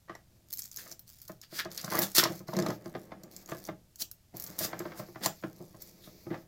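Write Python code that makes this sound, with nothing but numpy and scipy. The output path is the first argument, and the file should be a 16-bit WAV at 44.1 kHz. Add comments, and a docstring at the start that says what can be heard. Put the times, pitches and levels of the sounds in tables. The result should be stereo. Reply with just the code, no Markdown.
"""Fastening a hook-and-loop strap

A strap is threaded round the plastic handle of a portable grill case on a kitchen counter and pressed shut.
Hooks snap one by one and tear loose in short rips, the webbing slides, fingers shift it, and a soft hiss of
faint breathing and light rubbing comes and goes. The hinged handle knocks and judders, making the hollow case
ring. Two close microphones hear it all in a small, quiet room."""
import sys
import numpy as np
from scipy import signal
from scipy.fft import rfft, irfft
from scipy.io import wavfile
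from scipy.ndimage import uniform_filter1d

SR = 44100
rng = np.random.default_rng(int(sys.argv[2]) if len(sys.argv) > 2 else 0)


def store_pcm(level_fs):
    """Save levels as 16-bit WAV."""
    pcm = np.round(np.clip(level_fs, -1, 1) * 32767).astype(np.int16)
    wavfile.write(sys.argv[1], SR, np.atleast_2d(pcm).T)


N = 285369
TIME = np.arange(N) / SR

# Levels in tables are relative. A "t60" is the time in seconds a sound takes to fade by 60 dB.
# the tone of a hook letting go: f/Hz, level/dB
HOOK_TONE = [(50, -29.5), (200, -11.5), (1000, -15), (2800, -5), (4300, 3), (5500, 0.5), (7200, 1),
             (8500, -2.5), (10500, -0.5), (12500, 0.5), (15000, 3.5), (16500, -6.5)]
# the handle hitting the case: t/s, weight/dB, hardness/dB, panel pitch/Hz
HANDLE_KNOCKS = [(0.095, -36, -39, 1170), (.151, -66, -46.5, 1940), (.862, -59, -49, 1870),
                 (0.912, -47.5, -59, 1900), (1.295, -37.5, -44.5, 1250), (1.524, -41.5, -52.5, 1580),
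                 (1.654, -35.5, -38.5, 1190), (1.84, -32.5, -41.5, 1340), (1.878, -36, -40.5, 1090),
                 (1.923, -38, -32, 1130), (1.946, -27.5, -30.5, 1110), (1.983, -24, -33, 1960),
                 (2.02, -35.5, -37, 1080), (2.177, -22, -31.5, 1580), (2.229, -26, -26.5, 1030),
                 (2.253, -24.5, -27.5, 1060), (2.297, -27, -58, 1060), (2.402, -36.5, -56.5, 2130),
                 (2.485, -31, -42, 1160), (2.531, -36, -38.5, 900), (2.567, -23, -43, 845),
                 (2.587, -21.5, -34, 1170), (2.624, -26, -52, 880), (2.662, -30, -32, 1250),
                 (2.685, -21.5, -49, 1290), (2.701, -32, -33.5, 880), (2.856, -29.5, -48, 1020),
                 (2.95, -25.5, -37, 1530), (3.118, -33.5, -43, 860), (3.235, -36.5, -61, 1100),
                 (3.488, -45, -43, 2160), (3.518, -32.5, -35.5, 1640), (3.548, -41, -49, 1560),
                 (3.687, -27, -37, 870), (4.017, -44.5, -64, 1080), (4.339, -32.5, -58.5, 930),
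                 (4.489, -38, -55, 1510), (4.606, -30.5, -42.5, 1580), (4.645, -33, -42.5, 1220),
                 (4.73, -29.5, -36.5, 1600), (4.801, -30.5, -38.5, 1450), (4.853, -29, -42, 910),
                 (4.918, -67, -42, 1040), (4.995, -30, -42, 1010), (5.084, -39, -59, 1110),
                 (5.157, -35, -43.5, 1440), (5.259, -29, -28.5, 950), (5.436, -24.5, -37, 1370),
                 (5.602, -32, -67, 870), (5.743, -40, -60, 980), (6.071, -41.5, -55.5, 1160),
                 (6.266, -30.5, -54, 1020), (6.306, -24.5, -51.5, 846), (6.342, -70, -39.5, 1160)]
# the notes (modes) at which the hollow case and handle ring: f/Hz, level/dB, t60/s
CASE_MODES = [(118.1, -17, 0.38), (157.7, -5.5, 0.14), (198, -7, 0.041), (313.6, -4, 0.055),
              (335.2, 0, 0.11), (406, -8.5, 0.043), (517, -9, 0.027), (637.4, -2, 0.092), (733, -14, 0.072),
              (969, -13, 0.023), (1062.6, -11.5, 0.082), (1195, -15, 0.092), (1274, -16.5, 0.065),
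              (1340, -13.5, 0.024), (1580, -15.5, 0.054), (1710, -29.5, 0.017), (2080, -13.5, 0.04),
              (2240, -33.5, 0.066)]
# the tone of plastic hitting plastic: f/Hz, level/dB
CLACK_TONE = [(60, -38), (200, -9.5), (450, -0.5), (700, 1), (1300, -1.5), (2050, 0), (2550, -11),
              (5000, -17), (16000, -63)]


def hook_snaps(flutter_t60=0.021, stretch=0.14, click_db=14, ring_db=5, level_db=-15):
    """A hook springs free: a click, then fibres flutter. Loud snaps drag others along and last longer."""
    # single hooks letting go and small dry ticks: t/s, level/dB, f/Hz
    snaps = [(0.152, -39, 4650), (0.528, -20, 13900), (0.5363, -20, 14200), (0.5732, -27, 14100),
             (.584, -27, 6900), (0.5913, -18.5, 9400), (0.62, -26, 6100), (0.6402, -32, 7540),
             (.656, -30, 6700), (.715, -32, 6500), (.762, -25, 14000), (0.7712, -25, 5700),
             (0.915, -28.5, 6000), (0.9234, -30, 5330), (.9938, -31, 14100), (1.217, -32, 14000),
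             (1.2818, -31, 14500), (1.4153, -33.5, 6000), (1.6487, -32.5, 4840), (1.7156, -31, 4100),
             (1.7766, -20, 5300), (1.8136, -29, 6260), (1.8449, -22, 4850), (1.954, -18.5, 13000),
             (1.9898, -7.5, 15200), (2.0195, -13, 15600), (2.1519, -37, 4550), (2.237, -10, 4600),
             (2.357, -35.5, 13000), (2.4826, -34.5, 4430), (2.537, -30.5, 3900), (2.567, -23, 3820),
             (2.589, -22, 4540), (2.6, -26, 4480), (2.624, -25.5, 3950), (2.6632, -24.5, 3870),
             (2.6858, -30.5, 5600), (2.704, -29, 3600), (2.8587, -38.5, 4300), (3.235, -35.5, 6300),
             (3.3646, -28, 7000), (3.46, -36, 6550), (3.5163, -35.5, 6400), (3.652, -32, 5900),
             (3.958, -34.5, 6860), (4.0198, -16, 4100), (4.1139, -27.5, 12400), (4.369, -24.5, 14600),
             (4.3988, -22.5, 15500), (4.423, -26.5, 13300), (4.4398, -23.5, 16100), (4.4647, -31.5, 4960),
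             (4.473, -31, 14500), (4.5896, -14.5, 13800), (4.792, -26, 7200), (5.2599, -11.5, 6940),
             (5.8214, -27.5, 12900)]
    out, t = np.zeros((2, N)), TIME[:600]
    typical_db = np.median(np.array(snaps)[:, 1])
    for start, db, hz in snaps:
        t60 = flutter_t60 * from_db(stretch * (db - typical_db))
        flutter = noise_pair(len(t), alike_below_hz=16000) * decay(t, t60)
        burst = colour(flutter + from_db(click_db) * (t == 0), HOOK_TONE)
        burst = burst + from_db(ring_db) * resonate(burst, hz, hz / 3)
        top_hz = min(2.6 * hz, .45 * SR)   # a low snap reaches less far into the treble
        burst = signal.sosfilt(signal.butter(2, top_hz, fs=SR, output="sos"), burst)
        add(out, start, from_db(db + level_db) * unit_rms(burst))
    return out


def strap_pulls(webbing_db=-4, taut_db=6, taut_width_hz=450):
    """With each pull, hooks tear in a dense crackle while the taut weave rasps through the buckle."""
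    # pulls, rising and falling by 20 dB: peak t/s, rise/s, fall/s, tearing/dB, sliding/dB, f/Hz
    pulls = [(0.789, 0.01, 0.069, -42, -44.5, 1640), (1.434, 0.0088, 0.026, -54, -42.5, 4800),
             (1.594, 0.08, 0.0074, -38.5, -36, 4800), (1.599, 0.014, 0.032, -41, -25.5, 1700),
             (1.778, 0.0068, 0.062, -52, -35.5, 4700), (1.986, 0.12, 0.035, -51, -39, 1470),
             (2.034, 0.028, 0.033, -27.5, -32, 3700), (2.153, 0.0067, 0.03, -22.5, -33, 3830),
             (2.167, 0.012, 0.051, -23, -20, 4420), (2.183, 0.0041, 0.027, -14.5, -15.5, 5400),
             (2.194, .0053, 0.049, -53, -22, 1370), (2.238, 0.0015, 0.034, -42, -23, 4430),
             (4.023, 0.033, 0.0098, -30.5, -53, 3930), (4.589, .006, 0.094, -33.5, -43.5, 3700),
             (4.651, 0.038, 0.018, -30, -31.5, 5000), (4.999, .05, .029, -45, -55, 4730),
             (5.252, .031, .044, -32.5, -28.5, 4970), (5.2605, 0.0006, 0.001, -12, -14, 1020),
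             (6.06, 0.054, 0.059, -55, -52.5, 3700)]
    # the tone of sliding webbing: f/Hz, level/dB
    webbing_tone = [(50, -47), (200, -16.5), (800, -15.5), (1300, -6), (1700, -0.5), (2600, -0.5),
                    (3400, 2), (4400, -1), (5600, -8.5), (7200, -17), (9000, -19), (16000, -27.5)]
    tearing, sliding = np.zeros(N), np.zeros((2, N))
    weave = colour(tiny_slips(per_s=3100, spread_db=4.5, even_s=0.072), webbing_tone)
    for peak, rise, fall, tear_db, slide_db, hz in pulls:
        span = slice(max(int((peak - 2 * rise) * SR), 0), int((peak + 2 * fall) * SR))
        t = TIME[span] - peak
        pull = from_db(-20 * np.where(t < 0, (t / rise) ** 2, t / fall))
        tearing[span] += from_db(tear_db) * pull
        rasp = from_db(slide_db + webbing_db) * pull * weave[:, span]
        sliding[:, span] += rasp + from_db(taut_db) * resonate(rasp, hz, taut_width_hz)
    crackle = tiny_slips(per_s=2300, spread_db=0, even_s=0.0093)
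    return sliding + colour(tearing * crackle, HOOK_TONE)


def handle_knocks(thump_db=-3, ring_db=9, clack_db=3, thud_db=-11, panel_db=4, vary_db=3,
                  detune=0.022, contact_s=0.00083, softening=0.36, graze_db=-15, graze_s=0.0098):
    """A blow rings the case: its weight drives low notes and a thud, its hardness high notes and a clack."""
    out, t = np.zeros((2, N)), TIME[:SR // 4]
    hz, mode_db, t60 = np.transpose(CASE_MODES)
    signs = (-1) ** np.arange(len(hz))[:, None]
    decays = signs * decay(t, t60[:, None])
    upper = at_hz([(380, 0), (950, 0.68)], hz)   # how far each mode follows hardness, not weight
    for start, weight_db, hard_db, panel_hz in HANDLE_KNOCKS:
        spot, grip = rng.standard_normal((2, len(hz)))
        gripped_hz = hz * (1 + detune * grip * (1 - upper))   # the hand's grip shifts the low modes
        modes = decays * np.sin(2 * np.pi * gripped_hz[:, None] * t)
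        strength_db = (1 - upper) * (weight_db + thump_db) + upper * (hard_db + ring_db)
        ring = from_db(mode_db + strength_db + vary_db * spot) @ modes
        contact = noise_pair(len(t), alike_below_hz=5300)
        clack = from_db(hard_db + clack_db) * colour(contact * decay(t, t60=0.045), CLACK_TONE)
        clack = clack + from_db(panel_db) * resonate(clack, panel_hz, width_hz=160)
        thud = from_db(weight_db + thud_db) * case_thud(contact, t)
        # a heavy, dull blow is a cushioned one and takes longer to build
        press_s = contact_s * from_db(softening * (weight_db - hard_db))
        blow = (ring + thud) * (1 - np.exp(-t / (2 * press_s))) + clack * (1 - np.exp(-t / contact_s))
        add(out, start, blow)
        add(out, start - graze_s, from_db(graze_db) * (thud + clack))   # it grazes before it lands
    return out


def case_thud(contact, t):
    """The dull part of a blow: the noise of contact, mostly bass and quickly gone."""
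    # the tone of the thud: f/Hz, level/dB
    thud_tone = [(60, -21.5), (140, 0), (220, -2.5), (400, -11.5), (800, -10), (3000, -48.5)]
    return colour(contact * decay(t, t60=0.13), thud_tone)


def handle_judder(held_db=-74.5, level_db=-3):
    """The pivots stick and slip, shaking the case while the handle turns or settles."""
    # the handle turning: t/s, length/s, shudder/dB, scrape/dB
    turns = [(0.077, 0.048, -65, -53), (0.29, 0.29, -75, -83), (.77, 0.14, -60.5, -61),
             (1.54, 0.48, -56.5, -58), (1.908, 0.13, -40, -34.5), (2.194, 0.13, -44.5, -50),
             (2.537, .16, -35, -44), (2.8, 0.91, -57.5, -64), (4.348, 0.34, -56.5, -55.5),
             (4.58, 0.45, -53, -51), (5.206, 0.072, -41.5, -43), (5.47, 0.98, -61, -72),
             (6.299, 0.048, -44, -44)]
    shudder, scrape = handle_settling()
    shudder = shudder + from_db(held_db)
    for start, length, shudder_db, scrape_db in turns:
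        turn = hand_move(start, length, attack_s=0.0083, release_t60=0.12)
        shudder = shudder + from_db(shudder_db) * turn
        scrape = scrape + from_db(scrape_db) * turn
    slips = tiny_slips(per_s=1300, spread_db=4, even_s=0.014, scatter_s=0.00021)
    body = 0
    for k, (hz, db, t60) in enumerate(CASE_MODES):
        mode = resonate(slips, hz, width_hz=np.log(1000) / (np.pi * t60))
        share = at_hz([(170, 0.99), (650, 0.37), (2000, 0.021)], hz)   # low modes shake most
        body = body + (-1) ** k * from_db(db) * share * mode
    return from_db(level_db) * (shudder * unit_rms(body) + scrape * colour(slips, CLACK_TONE))


def handle_settling(level_db=-22, t60=0.41):
    """Each knock leaves the handle rattling: gives the fading strengths of its shudder and scrape."""
    blows = np.zeros((2, N))
    for start, weight_db, hard_db, _ in HANDLE_KNOCKS:
        blows[:, round(start * SR)] = from_db([weight_db, hard_db])
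    return from_db(level_db) * signal.lfilter([1], [1, -decay(1 / SR, t60)], blows + 1e-18)


def fingers_and_breath(resting_db=-79.5, pressure_db=3):
    """Fingers shift the strap: lone hooks tick over a soft hiss of faint breathing and light rubbing."""
    # fingers shifting or smoothing the strap: t/s, length/s, ticking/dB, hiss/dB
    shifts = [(0.481, 0.2, -52, -66), (0.708, 0.22, -54.5, -58), (1.064, 0.26, -57, -72),
              (1.7, 0.46, -50, -54), (1.895, 0.099, -40.5, -50), (2.16, 0.23, -52.5, -53),
              (2.467, 0.29, -77, -55), (2.8, 0.26, -64, -104), (3.305, 0.12, -61.5, -60),
              (3.472, .2, -53, -66), (4.342, 0.36, -54, -56.5), (4.737, 0.67, -68, -61.5),
              (5.412, .38, -64.5, -69), (5.796, 0.11, -58, -58.5), (5.922, 0.5, -75, -63.5)]
    # the tone of the hiss of faint breathing and light rubbing: f/Hz, level/dB
    hiss_tone = [(200, -13.5), (1500, -9), (2300, 7.5), (3000, -3), (4400, 6.5), (7200, -2.5),
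                 (8600, -11.5), (11000, -4), (15000, 1), (16500, -5)]
    ticking = hissing = from_db(resting_db)
    for start, length, tick_db, hiss_db in shifts:
        move = hand_move(start, length, attack_s=0.0087, release_t60=0.085)
        ticking = ticking + from_db(tick_db) * move
        hissing = hissing + from_db(hiss_db) * move
    ticks = tiny_slips(per_s=220, spread_db=3, even_s=0.17)
    hiss = noise_pair(N, alike_below_hz=18000) * from_db(pressure_db * wander(points=80))
    return counter_bounce(colour(ticking * ticks, HOOK_TONE)) + colour(hissing * hiss, hiss_tone)


def counter_bounce(x, lag_s=0.000699, sway=0.447, bounce_db=-6):
    """The stone counter sends each snap back after a short delay that wanders as the hand moves."""
    sent_at = TIME - lag_s * (1 + sway * wander(points=40))
    echo = np.array([np.interp(sent_at, TIME, channel) for channel in x])
    return (x + from_db(bounce_db) * echo) / np.hypot(1, from_db(bounce_db))


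def room_echo(x, level_db, gap_s=0.0057):
    """Many reflections blur into a short tail, each band of pitch fading at its own rate."""
    # how long the room rings: f/Hz, t60/s
    room_decay = [(120, 0.15), (500, 0.17), (2000, 0.16), (5000, 0.18), (14000, 0.13)]
    t = TIME[:SR // 2]
    noise, tail = noise_pair(len(t), alike_below_hz=700), 0
    edges = np.geomspace(60, 18000, 9)
    for low, high in zip(edges, edges[1:]):
        band = signal.sosfilt(signal.butter(2, [low, high], "band", fs=SR, output="sos"), noise)
        tail = tail + band * decay(t, at_hz(room_decay, np.sqrt(low * high)))
    tail = unit_rms(tail * (t > gap_s)) / np.sqrt(len(t))
    return from_db(level_db) * signal.fftconvolve(x, tail, axes=1)[:, :N]


def room_air(air_db=-63.5, rumble_db=-73):
    """The quiet room: a faint, steady hush and a low rumble that is unrelated left and right."""
    # the tone of the hush: f/Hz, level/dB
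    air_tone = [(25, 1), (80, 2.5), (125, 5), (220, -6), (420, -30.5), (630, -15.5), (850, -21),
                (1600, -23.5), (3000, -23.5), (4500, -22.5), (7000, -22.5), (9000, -26.5), (14000, -23.5),
                (16000, -37)]
    rumble_tone = [(20, -6), (50, -0.5), (90, 14.5), (170, -19.5), (1000, -75.5)]
    air = unit_rms(colour(noise_pair(N, alike_below_hz=360), air_tone))
    rumble = colour(rng.standard_normal((2, N)), rumble_tone)
    return from_db(air_db) * air + from_db(rumble_db) * rumble


def tiny_slips(per_s, spread_db, even_s, scatter_s=.00003):
    """Random clicks of uneven size, with their power evened out over spans of even_s seconds."""
    sizes = from_db(spread_db * np.minimum(rng.exponential(1, N), 4)) * rng.choice([-1, 1], N)
    clicks = sizes * (rng.random(N) < per_s / SR)
    local_power = np.abs(uniform_filter1d(clicks ** 2, int(even_s * SR)))
    clicks = clicks / np.sqrt(local_power + 1e-4)
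    # each slip has its own spot, so its own arrival time on the right
    arrival = np.rint((TIME + scatter_s * rng.standard_normal(N)) * SR).astype(int)
    return np.array([clicks, np.bincount(arrival % N, clicks, N)])


def hand_move(start, length, attack_s, release_t60):
    """The strength of one movement: it builds up, holds and dies away."""
    t = TIME - start
    return np.clip(t / attack_s, 0, 1) * decay(np.maximum(t - length, 0), release_t60)


def noise_pair(count, alike_below_hz):
    """Noise at two close microphones: shared in the bass, less alike in the treble."""
    mid, side = rng.standard_normal((2, count))
    high_pass = signal.butter(1, min(alike_below_hz, SR / 3), "high", fs=SR, output="sos")
    side = signal.sosfilt(high_pass, side)
    return np.array([mid + side, mid - side])


def from_the_side(x, lag_s):
    """Delay the right channel, rounded to whole samples."""
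    late = np.clip(np.arange(N) - np.rint(lag_s * SR).astype(int), 0, N - 1)
    return np.array([x[0], x[1][late]])


def colour(x, tone, keep_power=True, size=4096):
    """Filter a sound to follow a tone curve (f/Hz, level/dB)."""
    gains = from_db(at_hz(tone, np.fft.rfftfreq(size, 1 / SR)))
    # minimum phase: the filter never rings ahead of the sound
    cepstrum = irfft(np.log(gains))
    cepstrum[1:size // 2] *= 2
    cepstrum[size // 2 + 1:] = 0
    response = irfft(np.exp(rfft(cepstrum)))
    if keep_power:
        response = response / np.linalg.norm(response)
    return signal.fftconvolve(x, response[None], axes=1)[:, :x.shape[1]]


def resonate(x, hz, width_hz):
    """Ring at one pitch, with a gain of 1 at the peak."""
    r = np.exp(-np.pi * width_hz / SR)
    feedback = [1, -2 * r * np.cos(2 * np.pi * hz / SR), r * r]
    return signal.lfilter([(1 - r * r) / 2, 0, (r * r - 1) / 2], feedback, x + 1e-18)


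def wander(points):
    """A slow drift through random points between -1 and 1."""
    return np.interp(TIME, np.linspace(0, TIME[-1], points), rng.uniform(-1, 1, points))


def at_hz(curve, hz):
    """Read a curve on a log-frequency axis."""
    f, value = np.transpose(curve)
    return np.interp(np.log(np.maximum(hz, 1)), np.log(f), value)


def decay(t, t60):
    """Fade by 60 dB every t60 seconds."""
    return np.exp(-np.log(1000) * t / t60)


def from_db(db):
    """Turn decibels into a gain."""
    return 10 ** (np.asarray(db) / 20)


def unit_rms(x):
    """Scale to an average power of 1."""
    return x / np.sqrt(np.mean(x ** 2) + 1e-20)


def add(out, start_s, sound):
    """Mix a stereo sound in at a given time."""
    i = max(round(start_s * SR), 0)
    out[:, i:i + sound.shape[-1]] += sound[:, :N - i]


def scene():
    """Strap and case start out on the left, so they reach the right side later; room air lies beneath."""
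    # the case's delay on the right shrinks as the microphones turn to face it: t/s, lag/s
    case_lag = [(2.7, .00014), (2.95, -.00003)]
    # the tone of the left microphone against the right: f/Hz, level/dB
    left_tone = [(100, -1.4), (400, -1), (1200, -2), (2400, -7), (4400, -3.5), (8000, 0), (15000, -0.5)]
    strap = from_db(0.5) * (counter_bounce(hook_snaps()) + strap_pulls() + fingers_and_breath())
    case = handle_knocks() + handle_judder()
    # the bass spreads into the room most
    boom = colour(case, [(150, 4.5), (400, -1.0), (800, -0.5), (2000, -0.5)], keep_power=False)
    strap = from_the_side(strap + room_echo(strap, level_db=-10), lag_s=.00016)
    lag_s = np.interp(TIME, *np.transpose(case_lag))
    case = from_the_side(case + room_echo(boom, level_db=-3.5), lag_s)
    left, right = strap + case
    left = colour(left[None], left_tone, keep_power=False)[0]
    return np.array([left, right]) + room_air()


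def record(dry, peak_limit=.8, cutoff_hz=16000):
    """Round off the tallest peaks and cut the highest treble steeply."""
    rounded = peak_limit * np.tanh(dry / peak_limit)
    return signal.sosfilt(signal.ellip(10, .2, 80, cutoff_hz, fs=SR, output="sos"), rounded)


dry = scene()
out = record(dry)
store_pcm(out)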